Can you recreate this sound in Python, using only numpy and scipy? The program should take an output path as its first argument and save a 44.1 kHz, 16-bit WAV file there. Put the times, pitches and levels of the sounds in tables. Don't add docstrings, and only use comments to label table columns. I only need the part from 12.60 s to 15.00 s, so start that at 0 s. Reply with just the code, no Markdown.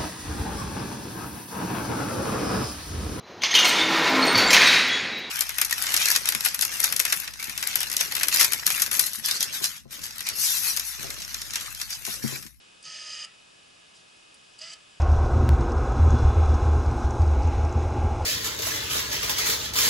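import sys
import numpy as np
from scipy import signal
from scipy.fft import rfft, irfft
from scipy.io import wavfile
from scipy.ndimage import uniform_filter1d

SR = 44100
rng = np.random.default_rng(int(sys.argv[2]) if len(sys.argv) > 2 else 0)


def persist_wave(psi):
    counts = np.round(np.clip(psi, -1, 1) * 32767).astype(np.int16)
    wavfile.write(sys.argv[1], SR, np.atleast_2d(counts).T)


def invert_db(level):
    return 10 ** (np.asarray(level, dtype=float) / 20)


N = 105840
T = np.arange(N) / SR
F = np.maximum(np.arange(N // 2 + 1) * SR / N, 1)
IDLER = 5 / 6


def level(x, db):
    return x * invert_db(db) / np.sqrt(np.mean(x ** 2))


def over_hz(table):
    hz, value = np.array(table).T
    return np.interp(np.log(F), np.log(hz), value)


def colour(x, table):
    return irfft(rfft(x) * invert_db(over_hz(table)), N)


def ring(x, hz, width_hz):
    return signal.lfilter(*signal.iirpeak(hz, hz / width_hz, SR), x)


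def walk(rate_hz):
    k = int(SR / rate_hz)
    steps = np.repeat(rng.standard_normal(N // k + 1), k)
    w = uniform_filter1d(uniform_filter1d(steps, k), k)[:N]
    return w / w.std()


def decay(u, t60):
    return np.exp(-np.log(1000) * u / t60)


def fan_air():
    # centre in Hz, width in Hz, level in dB rms.
    case = [(1228, 180, -74.5), (1673, 200, -74), (2860, 400, -66), (3320, 620, -69.5), (3645, 72, -72.5),
            (4970, 1260, -67), (7420, 1900, -71)]
    air = np.zeros(N)
    for hz, width_hz, db in case:
        band = ring(ring(rng.standard_normal(N), hz, width_hz), hz, width_hz)
        air += invert_db(1.1 * walk(12.0)) * level(band, db)
    return air


def fan():
    # whine frequency in Hz, level in dB rms.
    whine = [(1270, -83), (1690, -78), (2116, -83), (2537, -66.5), (2961, -72), (3025, -80), (3806, -77),
             (4834, -78), (4867, -80), (5335, -80), (7187, -86)]
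    side_db = -9
    drift = np.cumsum(1 + 0.00037 * walk(3.03)) / SR
    lines = np.zeros(N)
    for hz, db in whine:
        tone = np.sin(2 * np.pi * (hz * drift + rng.random()))
        lines += np.sqrt(2) * invert_db(db + 1.3 * walk(8.5)) * tone
    return lines + fan_air(), invert_db(side_db) * (fan_air() + np.roll(lines, 3))


def hush():
    # frequency in Hz, density in dB per Hz, for the mid.
    mid_curve = [(12, -38), (20, -12.5), (100, -7.5), (145, -6.5), (179, -6.5), (1640, -11.5), (1830, -14),
                 (2570, -7), (11000, -17), (14300, -120), (22000, -120)]
    # frequency in Hz, density in dB per Hz, for the side.
    side_curve = [(12, -49), (20, -22), (170, -6), (337, -2.5), (385, 0), (542, -0.5), (725, 1),
                  (2940, -6.5), (11000, -19), (14300, -50), (22000, -120)]
    mid = level(colour(rng.standard_normal(N), mid_curve), -59)
    side = level(colour(rng.standard_normal(N), side_curve), -59)
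    return mid, side


def bench():
    # centre in seconds, peak in dB.
    thumps = [
        (.28, -61.5),
        (2.04, -67),
    ]
    thump_hz, thump_s = 155, 0.028
    hum_hz, hum_db = 176, -84
    swell = sum(invert_db(db) * np.exp(-((T - t) / thump_s) ** 2) for t, db in thumps)
    hum = np.sqrt(2) * invert_db(hum_db + 2.5 * walk(6.15)) * np.sin(2 * np.pi * hum_hz * T)
    return swell * np.sin(2 * np.pi * thump_hz * T) + hum


def switch():
    # start in seconds, peak in dB, ring in Hz, body ring in dB, rattle in dB.
    clicks = [
        (.2263, -44.5, 9500, -3, -3),
        (.2288, -43, 8000, -13, -6),
        (.6465, -38, 7900, -4, -2),
        (1.7416, -46, 9600, -13, -3),
        (1.7445, -51, 9300, -3, -2),
        (1.749, -58, 7000, 6, -3),
        (1.936, -52, 7000, -6, -6),
        (1.9845, -51, 7600, -9, -1),
        (1.9893, -47, 7900, 9, -1),
        (2.133, -31, 7700, -18, -11),
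    ]
    ring_t60_s, body_hz, body_t60_s = 0.011, 4850, 0.035
    rattle_width_hz, rattle_s, rise_s = 5000, 0.005, 0.0006
    out, u = np.zeros(N), T[:SR // 10]
    for t, db, hz, body_db, rattle_db in clicks:
        snap = decay(u, ring_t60_s) * np.sin(2 * np.pi * hz * u)
        body = invert_db(body_db) * decay(u, body_t60_s) * np.sin(2 * np.pi * body_hz * u)
        noise = level(ring(rng.standard_normal(len(u)), hz, rattle_width_hz), 0)
        rattle = invert_db(rattle_db) * np.exp(-u / rattle_s) * noise
        start = int(t * SR)
        out[start:start + len(u)] += invert_db(db) * (snap + body + rattle) * np.clip(u / rise_s, 0, 1)
    return out


def stroke(rows, speed, housing, orders, beats, song):
    # frequency in Hz, density in dB per Hz, of the broad rasp between resonances.
    rasp_curve = [(900, -28), (1450, -24.5), (1900, -10), (3000, -7), (4000, -11.5), (5000, -5),
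                  (7000, -8.5), (11000, -29)]
    rasp_db, rasp_depth = -6.5, 0.37
    idler_depth, tooth_depth, brush_depth = 0.36, 0.8, 0.3
    idler_below_hz, brush_above_hz = 3500, 5500
    ripple_hz = 824
    t, effort_db, song_db = np.array(rows).T
    turns = np.cumsum(np.interp(T, *np.array(speed).T) * (1 + 0.0018 * walk(40.32))) / SR
    ramp = np.clip(np.minimum(T - t[0], t[-1] - T) / 0.0023, 0, 1)
    effort = invert_db(np.interp(T, t, effort_db)) * ramp
    since = np.clip(T, t[0], t[-1]) - (t[0] + t[-1]) / 2
    scatter = invert_db(0.6 * walk(400))

    def gate(depth, per_turn):
        return (1 + depth * np.cos(2 * np.pi * per_turn * turns)) ** 2

    def force(hz):
        if hz < idler_below_hz:
            knocks = gate(idler_depth, IDLER)
        else:
            knocks = gate(tooth_depth, 2) * gate(brush_depth * (hz > brush_above_hz), 4)
        return level(scatter * knocks, 0)

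    body = np.zeros(N)
    for hz, width_hz, db, grow_db in housing:
        load = invert_db(grow_db * since - 0.5 * walk(25.2))
        push = force(hz) * effort * load * rng.standard_normal(N)
        body += invert_db(db) * np.sqrt(SR / width_hz / 20) * ring(push, hz, width_hz)
    rasp = effort * level(colour(gate(rasp_depth, 2) * rng.standard_normal(N), rasp_curve), rasp_db)

    on = slice(int(t[0] * SR), int(t[-1] * SR))
    cycles = [k * turns[on] for k in orders]
    cycles += [k * turns[on] - ripple_hz * T[on] for k in beats]
    tones = np.zeros(N)
    for cycle, (db, grow_db) in zip(cycles, song):
        loudness = invert_db(db + grow_db * since[on] + 1.0 * walk(20)[on])
        tones[on] += loudness * np.sin(2 * np.pi * (cycle + rng.random()))
    return np.array([body + rasp, np.sqrt(2) * invert_db(np.interp(T, t, song_db)) * ramp * tones])


def outward_run():
    # time in seconds, effort in dB, song in dB.
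    effort = [
        (.226, -61, -66),
        (.245, -42.5, -68),
        (.256, -40, -49.5),
        (.28, -43.5, -41.5),
        (.35, -40.5, -44.5),
        (.42, -41, -42),
        (.52, -39, -44),
        (.61, -40, -43.5),
        (.649, -38.5, -42.5),
        (.66, -65, -50),
    ]
    # time in seconds, shaft speed in turns per second.
    speed = [(.226, 122), (.26, 125.8), (.3, 127), (.36, 126.7), (.42, 125.9), (.47, 125), (.61, 123.5),
             (.662, 123.2)]
    # resonance in Hz, width in Hz, level in dB, growth under load in dB per second.
    housing = [(596, 48, -25.5, -2), (1320, 60, -18.5, -6), (1793, 62, -10.5, -2), (1973, 77, -13, 12),
               (2497, 100, -11.5, 0), (2950, 120, -4, 4), (4556, 100, -4, -17), (4960, 58, 0.5, 13),
               (5060, 130, -6, -6), (6380, 200, -9.5, -9), (6380, 80, -4.5, 1), (6140, 47, -10, -3),
               (7460, 87, -13, 14), (8600, 76, -13, 4)]
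    orders = [5, 10, 14, 15, 15.45, 20, 23.17, 36, 38, 40] + [k * IDLER for k in (25, 26, 27, 27.5, 28, 28.5, 29, 29.5, 30, 31)] + [38.77, 39.2, 39.37, 39.66, 40.23, 40.7, 41.7]
    beats = [39, 43, 44, 45, 46, 47, 48, 49, 50, 54, 55, 57, 58, 60, 64]
    # level in dB, growth under load in dB per second.
    song = [(-34, 0), (-12.5, -8), (-19, -8), (-23, 30), (-25, -20), (-18.5, 35), (-20, 0), (-21, -30),
            (-17, -40), (-13, 25), (-24, 20), (-20, -15), (-17.5, 0), (-23, 20), (-14, 25), (-19, 40),
            (-16.5, 20), (-21, 15), (-15, 45), (-20.5, -10), (-17, 0), (-18, 30), (-12, 0), (-13, 40),
            (-18, 30), (-19, 25), (-18, 25), (-26, -30), (-18, -40), (-20, 10), (-17, -40), (-18, 40),
            (-15, 20), (-19, 20), (-23, -20), (-23, 20), (-19.5, -20), (-25, -15), (-23, -30), (-19, 20),
            (-22, 35), (-25, 30)]
    return stroke(effort, speed, housing, orders, beats, song)


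def sleeve():
    # centre in seconds, length in seconds, level in dB, centre in Hz.
    brushes = [
        (1.365, 0.021, -56, 5800),
        (1.4, 0.019, -63, 5000),
    ]
    out = np.zeros(N)
    for t, length_s, db, hz in brushes:
        cloth = level(ring(rng.standard_normal(N), hz, 3300), db)
        out += np.exp(-((T - t) / length_s) ** 2) * cloth
    return out


def return_run():
    # time in seconds, effort in dB, song in dB.
    effort = [
        (1.992, -49, -82),
        (2.008, -51.5, -65),
        (2.013, -43, -47),
        (2.05, -45.5, -46),
        (2.084, -45.5, -47.5),
        (2.136, -43, -54.5),
        (2.15, -56, -66),
    ]
    # time in seconds, shaft speed in turns per second.
    speed = [(1.992, 125), (2.024, 127), (2.05, 129.7), (2.12, 130.9), (2.155, 130.9)]
    # resonance in Hz, width in Hz, level in dB, growth under load in dB per second.
    housing = [(1296, 50, -9, -4), (1735, 62, -12, -8), (2050, 170, -9.5, 0), (2540, 120, -9, -4),
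               (3000, 170, -1.5, -8), (3700, 120, -16, 0), (4650, 190, 0, -2), (4920, 120, 4, -30),
               (5890, 90, -6, -3), (6100, 150, -15, 2), (6330, 93, -10, 0), (7250, 90, -7.5, -2),
               (7700, 200, -5, 3), (8100, 81, -11, 0)]
    orders = [5, 10, 13, 15, 15.48, 19.48, 20, 22.18, 40] + [k * IDLER for k in (11.5, 12.5, 25.5, 26, 27, 28)] + [35.23, 35.46, 35.77, 36.21, 37.28, 37.79, 38.21, 39.27]
    beats = [33, 39, 41, 43, 45, 47, 51, 53]
    # level in dB, growth under load in dB per second.
    song = [(-11.5, -10), (-18, 0), (-21, 0), (-24, 0), (-15, 0), (-19, 0), (-21, 0), (-15, 0), (-16, -60),
            (-22, 0), (-21, 0), (-19, 0), (-20, 0), (-18, 0), (-19, 0), (-14, 0), (-14, 0), (-14, 0),
            (-15, 0), (-11, -60), (-13, -60), (-13, -60), (-16, -60), (-22, 0), (-20, 0), (-16, 0),
            (-15, 0), (-12, 0), (-18, 0), (-18, 0), (-19, 0)]
    return stroke(effort, speed, housing, orders, beats, song)


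def ports(near):
    # frequency in Hz, left over right in dB.
    tilt = [(650, -5.5), (1300, -4), (2050, -3), (2450, -3), (2950, 3), (3500, -3), (4800, -2),
            (9000, -0.5)]
    # frequency in Hz, left ahead of right in radians.
    lead = [(650, 0.57), (1250, 0.47), (1900, 0.74), (2500, 0.64), (3500, -0.6), (4800, 0.026),
            (9000, 0.69)]
    half = invert_db(over_hz(tilt) / 2) * np.exp(0.5j * over_hz(lead))
    spectrum = rfft(near)
    return np.array([irfft(spectrum * half, N), irfft(spectrum / half, N)])


def room(x):
    # band centre in Hz, t60 in seconds, level in dB.
    bands = [(700, .35, -14), (1400, .35, -12), (2900, .27, -14), (5000, .13, -22), (8500, .13, -18)]
    likeness = 0.81
    u = T[:SR // 2]
    tail = np.zeros((2, len(u)))
    for hz, t60, db in bands:
        noise = rng.standard_normal((2, len(u)))
        band = level(ring(ring(noise, hz, hz * 0.72), hz, hz * 0.72), 0)
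        fade = decay(u, t60) * np.clip(u / 0.015, 0, 1)
        tail += invert_db(db) * band * fade / np.sqrt(t60 * SR / 14)
    shared = tail[0] * np.sqrt((1 + likeness) / 2)
    apart = tail[1] * np.sqrt((1 - likeness) / 2)
    return signal.fftconvolve(x[None], np.array([shared + apart, shared - apart]), axes=1)[:, :N]


def scene():
    fan_mid, fan_side = fan()
    hush_mid, hush_side = hush()
    mid, side = fan_mid + hush_mid + bench(), fan_side + hush_side
    rattle, song = outward_run() + return_run()
    rattle = rattle + switch() + sleeve()
    song_room_db = -12
    direct = ports(rattle + song)
    return direct + room(rattle + invert_db(song_room_db) * song) + np.array([mid + side, mid - side])


def low_pass(x):
    return signal.sosfilt(signal.butter(12, 11460, fs=SR, output="sos"), x)


def record(dry):
    top_cut = signal.ellip(10, 0.3, 55, 10940, fs=SR, output="sos")
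    return low_pass(signal.sosfilt(top_cut, dry))


dry = scene()
out = record(dry)
persist_wave(out)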